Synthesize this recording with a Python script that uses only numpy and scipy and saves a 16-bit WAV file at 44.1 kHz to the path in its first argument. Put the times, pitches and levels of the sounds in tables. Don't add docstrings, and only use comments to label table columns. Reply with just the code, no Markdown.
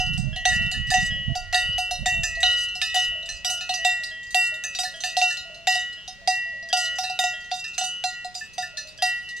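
import sys
import numpy as np
from scipy import signal
from scipy.fft import rfft, irfft
from scipy.io import wavfile
from scipy.ndimage import map_coordinates

SR = 44100
rng = np.random.default_rng(int(sys.argv[2]) if len(sys.argv) > 2 else 0)


def write(x):
    x = np.atleast_2d(x).T
    wavfile.write(sys.argv[1], SR, np.round(np.clip(x, -1, 1) * 32767).astype(np.int16))


N = 414540
TIME = np.arange(N) / SR

# (time [s], clang level [dB], brightness [dB], knock level [dB], frequency the struck spot favours [Hz])
BLOWS = [(0.0, -34, -13.5, -30, 5130), (0.1756, -35.5, -16.5, -49, 8130), (0.361, -37, -14, -42, 3470),
         (0.4534, -24, -15, -23.5, 3800), (0.714, -32, -16, -46, 5130), (0.9035, -27.5, -14, -48, 4730),
         (0.915, -40, -4, -25.5, 4840), (0.9407, -28, -19.5, -22.5, 5330),
         (1.3531, -31, -18.5, -29.5, 4620), (1.5272, -29, -19, -30.5, 3900), (1.544, -24, -13.5, -26, 4520),
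         (1.781, -30.5, -11, -28, 4700), (1.91, -31, -11, -30, 5970), (2.0589, -26.5, -14, -26.5, 7200),
         (2.2338, -29, -11.5, -45.5, 5800), (2.4042, -39, -10, -60, 3930), (2.4301, -22, -21.5, -28, 3900),
         (2.753, -35.5, -19, -45, 5200), (2.816, -24, -16, -46, 3350), (2.9434, -29.5, -8.5, -31.5, 3570),
         (2.961, -28, -25, -28.5, 6900), (3.2899, -33, -17, -58, 3900), (3.4466, -26, -13, -37.5, 5740),
         (3.4998, -31.5, -8, -38.5, 6270), (3.6086, -34, -21.5, -49.5, 3950),
         (3.6926, -28, -18, -28.5, 3950), (3.7389, -29.5, -16.5, -45, 4600), (3.8478, -25, -16, -23, 7420),
         (4.0352, -32, -19, -60, 4350), (4.3452, -25, -10.5, -24, 4740), (4.6374, -32, -14.5, -52, 6500),
         (4.749, -30, -22, -55, 4330), (4.7876, -26.5, -11.5, -34, 4970), (4.8338, -30, -20, -35, 6200),
         (5.004, -35, -15, -69, 4470), (5.037, -27, -18, -35, 4200), (5.1681, -26.5, -16, -22.5, 4220),
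         (5.2159, -27.5, -20.5, -24.5, 6500), (5.3702, -32.5, -18, -52.5, 3830),
         (5.6711, -24, -16, -22.5, 4400), (5.7523, -29, -20, -31, 3540), (6.0777, -35.5, -20, -43, 5090),
         (6.2749, -25, -16.5, -20.5, 4640), (6.626, -45, -32, -77, 5800), (6.7283, -24.5, -17, -23.5, 4930),
         (6.7706, -28, -14.5, -33.5, 5040), (6.857, -36, -16, -58, 4220), (6.9849, -26.5, -22.5, -29, 5460),
         (7.0349, -32, -16, -34.5, 3850), (7.0968, -36.5, -16, -32.5, 4930),
         (7.19, -26.5, -11, -26.5, 3650), (7.2379, -29, -23, -25, 7230), (7.5146, -30, -29, -28, 3780),
         (7.6413, -37, -18.5, -81, 5660), (7.7798, -27.5, -13.5, -35.5, 6260),
         (7.811, -31, -30, -29.5, 6100), (7.8378, -31, -9, -37, 4630), (8.039, -26.5, -17.5, -26.5, 4220),
         (8.246, -38, -16.5, -34.5, 4260), (8.3508, -32.5, -18.5, -42.5, 5500),
         (8.5805, -32, -18, -29.5, 6420), (8.6218, -37, -13.5, -74, 3610), (8.771, -31.5, -19, -67, 5760),
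         (8.872, -42.5, -18.5, -74, 6700), (9.0222, -24.5, -15.5, -23.5, 4950)]


def gain_of(db):
    return 10 ** (np.asarray(db) / 20)


def unit_rms(x):
    return x / np.sqrt(np.mean(x ** 2) + 1e-20)


def curve_at(points, hz):
    f, value = np.transpose(points)
    return np.interp(np.log(hz + 1), np.log(f + 1), value)


def add(mix, s, sound):
    part = mix[..., max(0, round(s * SR)):][..., :sound.shape[-1]]
    part += sound[..., :part.shape[-1]]


def noise(spectrum):
    shape = gain_of(curve_at(spectrum, np.fft.rfftfreq(N, 1 / SR)))
    return unit_rms(irfft(rfft(rng.standard_normal((2, N))) * shape, N))


def drift(hz):
    t = TIME[::100]
    path = sum(np.sin(2 * np.pi * (f * t + rng.random())) for f in hz * np.geomspace(1 / 4, 1, num=12))
    return np.interp(TIME, t, unit_rms(path))


def damped_modes(hz, t60, t):
    return np.exp(np.outer(2j * np.pi * hz - np.log(1000) / t60, t))


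def knock(blows, hz, t60, rise_s, db, spread):
    t, out = TIME[:SR // 2], np.zeros(N)
    envelope = (1 - np.exp(-t / rise_s)) ** 2 * gain_of(db - 60 * t / t60)
    for (s, level_db), shift in zip(blows, rng.standard_normal(len(blows))):
        add(out, s, gain_of(level_db) * envelope * np.sin(2 * np.pi * hz * (1 + spread * shift) * t))
    return out


def struck_bell(blows, modes, db, scatter_db, rise_s=0.00036):
    hz, mode_db, t60 = np.transpose(modes)
    t, out = TIME[:SR], np.zeros(N)
    rings = damped_modes(hz, t60, t).imag * (1 - np.exp(-t / rise_s))
    for (s, level_db), (size, sign) in zip(blows, rng.standard_normal((len(blows), 2, len(hz)))):
        add(out, s, (np.sign(sign) * gain_of(db + level_db + mode_db + scatter_db * size)) @ rings)
    return out


def still_air(db=-51.5):
    # (frequency [Hz], spectral density [dB])
    spectrum = [(15, -7), (40, -1), (100, -3.5), (180, -5), (280, -16), (450, -13.5), (1000, -20),
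                (2300, -15), (4000, -15), (6000, -20), (10000, -38), (15000, -47)]
    return gain_of(db) * noise(spectrum)


def wind(breeze_db=-43, drop_db_per_s=7.5, mild_db=-42, strong_db=-36, rumble_growth=0.66, steepening=1.87):
    # (peak time [s], level [dB], half-width [s])
    gusts = [(0.108, -39, 0.097), (0.245, -37.5, 0.089), (0.608, -35, 0.072), (0.787, -35.5, 0.033),
             (1.095, -39, 0.22), (1.298, -35, 0.017), (1.71, -41.5, 0.059), (2.026, -39.5, 0.057),
             (2.185, -39.5, 0.071), (2.383, -45.5, 0.086), (3.113, -46.5, 0.04), (3.345, -54, 0.023)]
    # (frequency [Hz], spectral density [dB])
    rumble_spectrum = [(10, -15.5), (35, 1.5), (65, -2.5), (100, -9), (200, -48), (500, -85)]
    # (frequency [Hz], spectral density [dB])
    flutter_spectrum = [(40, -46), (90, -4.5), (130, 2.5), (195, -7), (260, -19.5), (400, -36), (900, -77),
                        (3000, -100)]
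    power = gain_of(breeze_db - drop_db_per_s * TIME) ** 2
    for s, gust_db, half_s in gusts:
        power += gain_of(gust_db) ** 2 * np.exp(-((TIME - s) / half_s) ** 2)
    level_db = 10 * np.log10(power) + 2 * drift(hz=24)
    rumble = noise(rumble_spectrum) * gain_of([[-1], [9.5]])
    flutter = noise(flutter_spectrum) * gain_of([[-19], [11.5]])
    rumble_db = mild_db + rumble_growth * (level_db - mild_db)
    flutter_db = level_db + steepening * np.minimum(level_db - strong_db, 0)
    return rumble * gain_of(rumble_db) + flutter * gain_of(flutter_db)


def forest_echo(x, db=-26, t60=0.75, treble_t60=1.0, build_s=0.15):
    hz, t, spectra = signal.stft(rng.standard_normal((2, SR)), SR, nperseg=256)
    band_t60 = curve_at([(1000, t60), (10000, treble_t60)], hz)[:, None]
    envelope = gain_of(-60 * t / band_t60) * (1 - np.exp(-t / build_s))
    tail = signal.istft(spectra * envelope, SR, nperseg=256)[1]
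    return gain_of(db) * signal.fftconvolve(x[None], tail / np.linalg.norm(tail[0]), axes=1)[:, :N]


def herd(db=-55, blows_per_s=3, scatter_db=4, count=60):
    # (frequency [Hz], level [dB], t60 [s])
    modes = [(567, -1.5, 0.58), (621, 6, 0.53), (674, 8, 0.7)]
    t, out = TIME[:SR], np.zeros(N)
    for hz, mode_db, t60 in modes:
        ring = damped_modes(hz, t60, t)[0].imag * (1 - np.exp(-t / 0.00025))
        for s, size in zip(rng.uniform(0, count / blows_per_s, count), rng.standard_normal(count)):
            add(out, s, gain_of(db + mode_db + scatter_db * min(size, 1.5)) * ring)
    return out


def neighbour_bell():
    # (time [s], level [dB])
    blows = [(0.329, -54), (1.107, -51), (4.112, -56), (4.94, -53), (5.975, -60), (6.701, -53.5),
             (7.335, -54.5), (8.987, -54.5)]
    # (frequency [Hz], level [dB], t60 [s])
    modes = [(639, -4.5, 0.31), (1680, -1, 0.24), (3130, 3, 0.76), (3290, 5, 0.42), (5130, -4.5, 0.25)]
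    return struck_bell(blows, modes, db=10.5, scatter_db=1.5)


def small_bell():
    # (time [s], clonk level [dB], ring level [dB])
    blows = [(0.516, -44, -49), (0.739, -49, -49), (0.906, -40, -43), (1.545, -44, -45.5),
             (2.061, -48, -48), (2.233, -42, -39), (2.815, -43, -35), (3.285, -53, -47),
             (3.608, -59, -38.5), (4.639, -50, -41.5), (4.848, -46, -58), (5.035, -46, -42),
             (5.303, -47, -54), (7.038, -56, -46), (7.642, -54, -41.5), (8.408, -47, -54),
             (8.625, -45, -52.5), (8.774, -49, -49.5)]
    # (frequency [Hz], level [dB], t60 [s])
    modes = [(1318, -14.5, 0.81), (2600, 5.5, 1), (2793, -1, 1), (3680, -3, 0.14)]
    # (time [s], level [dB])
    rim_taps = [(7.036, -34), (9.376, -49)]
    clonk = knock([(s, db) for s, db, _ in blows], hz=1778, t60=0.13, rise_s=0.005, db=25.5, spread=0.0045)
    ring = struck_bell([(s, db) for s, _, db in blows], modes, db=3, scatter_db=2)
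    rim = knock(rim_taps, hz=3920, t60=0.55, rise_s=0.001, db=0, spread=0.0005)
    return clonk + ring + rim


def ports(x):
    # (frequency [Hz], left minus right [dB])
    balance = [(750, -2), (1400, -2), (2000, 0.5), (3800, -0.5), (5000, -1.5), (8000, -7.5), (9600, -0.5)]
    # (frequency [Hz], lead of the left port [rad])
    lead = [(735, 0.22), (1930, -0.41), (2850, -0.74), (5200, -0.89), (7600, -0.22), (15000, 1)]
    hz = np.fft.rfftfreq(N, 1 / SR)
    half = gain_of(curve_at(balance, hz) / 2) * np.exp(0.5j * curve_at(lead, hz))
    return irfft(rfft(x) * np.array([half, 1 / half]), N)


def high_pass(x, cutoff_hz=1150):
    return signal.sosfilt(signal.butter(4, cutoff_hz, "high", fs=SR, output="sos"), x)


def swaying(x, sway_s=0.00012, sway_hz=3.5, echo_s=0.003, echo_sway_s=0.000302, echo_db=-7):
    direct_time = TIME - sway_s * drift(sway_hz)
    echo_time = direct_time - echo_s - echo_sway_s * drift(sway_hz * 2)
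    direct = np.array([map_coordinates(side, [direct_time * SR], order=3) for side in x])
    ground_echo = np.array([map_coordinates(side, [echo_time * SR], order=3) for side in x])
    return (direct + gain_of(echo_db) * ground_echo) / np.hypot(1, gain_of(echo_db))


def hollow_knock():
    blows = [(s, knock_db) for s, _, _, knock_db, _ in BLOWS]
    return knock(blows, hz=734.5, t60=0.18, rise_s=0.0029, db=10.5, spread=0.0054)


def long_ring(null_db=-19, onset_s=0.0002, bloom_db=-5, bloom_s=0.023):
    # (frequency [Hz], t60 [s], lobe pairs [count], lobe phase [deg], level over a blow's clang [dB])
    partials = [(1417.7, 0.91, 1, 3.7, -26.5), (1932, 1.69, 2, 1.4, -42), (2736, 0.84, 4, 144.7, -13),
                (2931, 1.36, 3, 11.4, -22)]
    # (time [s], starting angle [deg],
    # first speed [deg/s], last speed [deg/s], level of each of the four partials from low to high [dB])
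    tugs = [(0.0, 117.2, 111, -33, -35, -27.5, -6.5, -23),
            (0.174, 23.6, 43, -101, -52, -43.5, -24.5, -32.0),
            (0.363, 95.2, -215, -46, -44, -29.5, -30, -17.5), (0.454, 82, -87, -130, -24, -16, -9, -20.5),
            (0.717, 125.5, 95, -359, -43.5, -20.0, -22.5, -24.0),
            (0.938, 21.7, 80, -10, -44, -13.5, -13.5, -10.5), (1.353, 132.2, 7, -177, -38.5, -25, -30, -39),
            (1.531, 147, -28, -117, -32, -11.5, -20.5, -10),
            (1.783, 110.3, -99, -8, -32.5, -35, -21, -26.5),
            (2.057, 75.5, -143, -246, -43, -18.5, -14, -32), (2.2373, 135.6, -74, -255, -60, -17, -24, -40),
            (2.431, 119.1, -8, 128, -25.5, -16, -7.5, -14.5), (2.817, 41, 192, 118, -62, -20, -43, -27.5),
            (2.947, 122, 45, 27, -35, -14.5, -15, -16.5), (3.449, 72, -194, -174, -27.5, -30, -28.5, -22.5),
            (3.693, 137.8, 51, 265, -66, -21, -26.5, -19), (3.8493, 100, 152, -172, -34, -18.5, -15.0, -41),
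            (4.3442, 86.4, 179, -58, -24.5, -21.5, -12.5, -33),
            (4.788, 70.5, 141, -163, -30, -33.5, -25.0, -34),
            (5.037, 37.8, 112, -618, -50, -26.5, -22, -31), (5.215, 109.5, 70, 17, -28.5, -28, -9.5, -29.5),
            (5.6717, 100.6, 108, 49, -33.0, -18, -18, -23.5),
            (6.276, 28, -210, 106, -56, -21.0, -19.5, -42),
            (6.729, 135.2, 241, -117, -28, -19, -23.5, -13.5),
            (6.985, 69.8, 187, 265, -25, -38.5, -21, -34),
            (7.193, 166.7, 307, -98, -32.5, -24.5, -20.5, -31),
            (7.5142, 70.9, 106, 229, -31, -42, -20.0, -49.5),
            (7.781, 149.2, -82, 41, -35.5, -30.5, -28.5, -10),
            (8.039, 139.6, 322, 55, -38, -30, -26, -38.5),
            (8.5795, 57, -122, 94, -37.5, -25.5, -35.5, -46.5),
            (9.02, 25, -188, 662, -37.5, -19, -18.5, -28)]
    start, angle, first_speed, last_speed, *levels = np.transpose(tugs)
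    tug = np.maximum(np.searchsorted(start, TIME, "right") - 1, 0)
    since = TIME - start[tug]
    acceleration = (last_speed - first_speed) / np.diff(start, append=N / SR)
    facing = np.radians(angle[tug] + first_speed[tug] * since + acceleration[tug] * since ** 2 / 2)
    bloom = bloom_db * np.exp(-since / bloom_s)
    s, clang_db = np.transpose(BLOWS)[:2]
    blow_energy, out = np.zeros(N), np.zeros(N)
    blow_energy[(s * SR).astype(int)] = gain_of(clang_db) ** 2
    ease = np.exp(-1 / (onset_s * SR))
    for (hz, t60, lobes, lobe_phase, stir_db), level_db in zip(partials, levels):
        stored = signal.lfilter([1], [1, -gain_of(-60 / SR / t60) ** 2], blow_energy)
        tugged = gain_of(level_db[tug] + bloom - 60 * since / t60)
        amplitude = np.sqrt(tugged ** 2 + gain_of(stir_db) ** 2 * stored)
        beam = np.cos(lobes * facing + np.radians(lobe_phase)) + 1j * gain_of(null_db)
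        phase = np.exp(2j * np.pi * rng.random(len(start)))[tug]
        envelope = signal.lfilter([(1 - ease) ** 2], np.poly([ease, ease]), amplitude * beam * phase)
        out += (envelope * np.exp(2j * np.pi * hz * TIME)).real
    return out


def wall_modes(t, t60=0.36, damping_slope=0.056, split_hz=8, linger_db=-21, weak_count=90):
    # (frequency [Hz], level [dB])
    strong_modes = [(3651, 1.5), (3714, -15), (3753, 1.5), (4096, -4), (4195, 1), (4667, -2.5),
                    (4752, -3.5), (4792, -5), (4894, 1.5), (5092, -3), (5237, -4.5), (5297, -11),
                    (5744, -3), (5781, -5.5), (5980, -4), (6093, -5.5), (6190, 3), (6272, -12.5),
                    (6481, -9), (7100, -2.5), (7256, -4), (7547, -15), (7725, -1.5), (8198, -15),
                    (8586, -11), (9609, -13)]
    # (frequency [Hz], level of each [dB])
    weak_modes = [(3500, -38), (5100, -30), (5500, -22), (6100, -15), (8500, -12.5), (10500, -19),
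                  (13500, -25), (15600, -42)]
    strong_hz, strong_db = np.transpose(strong_modes)
    weak_hz = np.linspace(weak_modes[0][0], weak_modes[-1][0], weak_count)
    weak_hz += rng.uniform(-72, 64.4, weak_count)
    hz = np.tile(np.r_[strong_hz, weak_hz], 2)
    hz += split_hz * rng.standard_normal(len(hz))
    mode_db = np.tile(np.r_[strong_db, curve_at(weak_modes, weak_hz)], 2)
    mode_t60 = t60 * (5000 / hz) ** damping_slope
    linger = 1 + gain_of(linger_db + np.outer(40 / mode_t60, t))
    return hz, mode_db, damped_modes(hz, mode_t60, t) * linger


def wall_responses(t, press, port_scatter, scatter_db=4.5, spot_db=8, spot_width_hz=230):
    hz, mode_db, rings = wall_modes(t)
    rings = (press * rings).astype(np.complex64)
    _, _, bright_db, _, spot_hz = np.transpose(BLOWS)
    chance = rng.standard_normal((len(BLOWS), 5, len(hz)))
    height = np.clip(np.log2(hz / 5600) * 2, 0, 1)
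    luck = np.minimum(np.tile(chance[:, 0, :len(hz) // 2], 2), 1.5)
    hardness_db = np.outer(0.99 * (bright_db + 9.5), height)
    favour_db = spot_db * np.exp(-((hz - spot_hz[:, None]) / spot_width_hz) ** 2)
    size = gain_of(mode_db + scatter_db * (1.5 + height / 2) * luck + hardness_db + favour_db)
    size *= np.sqrt(2 / (size ** 2 * (1 - height)).sum(1, keepdims=True))
    mixture = size * np.exp(1j * np.angle(chance[:, 1] + 1j * chance[:, 2]))
    side = port_scatter * (chance[:, 3] + 1j * chance[:, 4]) / np.sqrt(2)
    left_right = mixture * (1 + side), mixture * (1 - side)
    return np.stack([(weights.astype(np.complex64) @ rings).real for weights in left_right], 1)


def crack(t, press, port_scatter, db, crack_db=-9, t60=0.08, tick_db=8, tick_s=0.001, hard_db=-25):
    # (frequency [Hz], spectral density [dB])
    spectrum = [(250, -31), (600, -19), (1100, 7), (1900, 10), (3800, 18.5), (6000, -9), (9000, -3),
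                (16000, -33)]
    contact = press * (gain_of(crack_db - 60 * t / t60) + gain_of(tick_db) * np.exp(-t / tick_s))
    envelope = np.zeros(N)
    for s, level_db, *_ in BLOWS:
        softness_db = min(level_db - hard_db, 0)
        add(envelope, s, gain_of(level_db + db + softness_db) * contact)
    middle, side = noise(spectrum)
    return envelope * (middle + port_scatter * np.array([side, -side]))


def brushing(responses, t, per_s=9, softest_db=-50, range_db=10, muted_s=0.05, count=200):
    out, mute = np.zeros((2, N)), np.exp(-t / muted_s)
    for when, force, which in rng.random((count, 3)):
        touch = responses[int(which * len(responses))] * mute
        add(out, when * count / per_s, gain_of(softest_db + range_db * force) * touch)
    return out


def rattle(responses, t, contacts=26, range_db=12, muted_s=0.028):
    # (time [s], level [dB], length [s])
    rattles = [(0.486, -36, 0.076), (0.983, -36.5, 0.091), (2.453, -36, 0.2), (2.564, -39.5, 0.059),
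               (2.97, -36.5, 0.077), (4.358, -39.5, 0.11), (4.416, -43, 0.063), (5.224, -34, 0.11),
               (5.68, -34, 0.077), (6.293, -40, 0.068), (6.769, -35, 0.092), (7.53, -41, 0.075)]
    out, mute = np.zeros((2, N)), np.exp(-t / muted_s)
    for s, level_db, length_s in rattles:
        for when, force, which in rng.random((contacts, 3)):
            tap = responses[int(which * len(responses))] * mute
            add(out, s + when * length_s, gain_of(level_db - range_db * force) * tap)
    return high_pass(out, cutoff_hz=4200)


def clang(db=1, contact_s=0.0003, port_scatter=0.38):
    t, out = TIME[:SR * 3 // 4], np.zeros((2, N))
    press = np.sin(np.pi / 2 * np.minimum(t / contact_s, 1)) ** 2
    responses = wall_responses(t, press, port_scatter)
    for (s, level_db, *_), response in zip(BLOWS, responses):
        damping_db = -8 * max(-20.5 - level_db, 0) * np.minimum(t, 0.15)
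        add(out, s, gain_of(level_db + db + damping_db) * response)
    return out + crack(t, press, port_scatter, db) + brushing(responses, t) + rattle(responses, t)


def scene():
    hollow = hollow_knock()
    neighbour = neighbour_bell()
    wall = high_pass(swaying(clang()) + long_ring())
    bells = wall + hollow + small_bell() + neighbour + herd()
    return ports(bells) + forest_echo(bells.mean(0)) + wind() + still_air()


def record(dry, edge_hz=15500):
    low_pass = signal.firwin(511, edge_hz, window=("kaiser", 9), fs=SR)
    return signal.oaconvolve(dry, low_pass[None], "same")


dry = scene()
out = record(dry)
write(out)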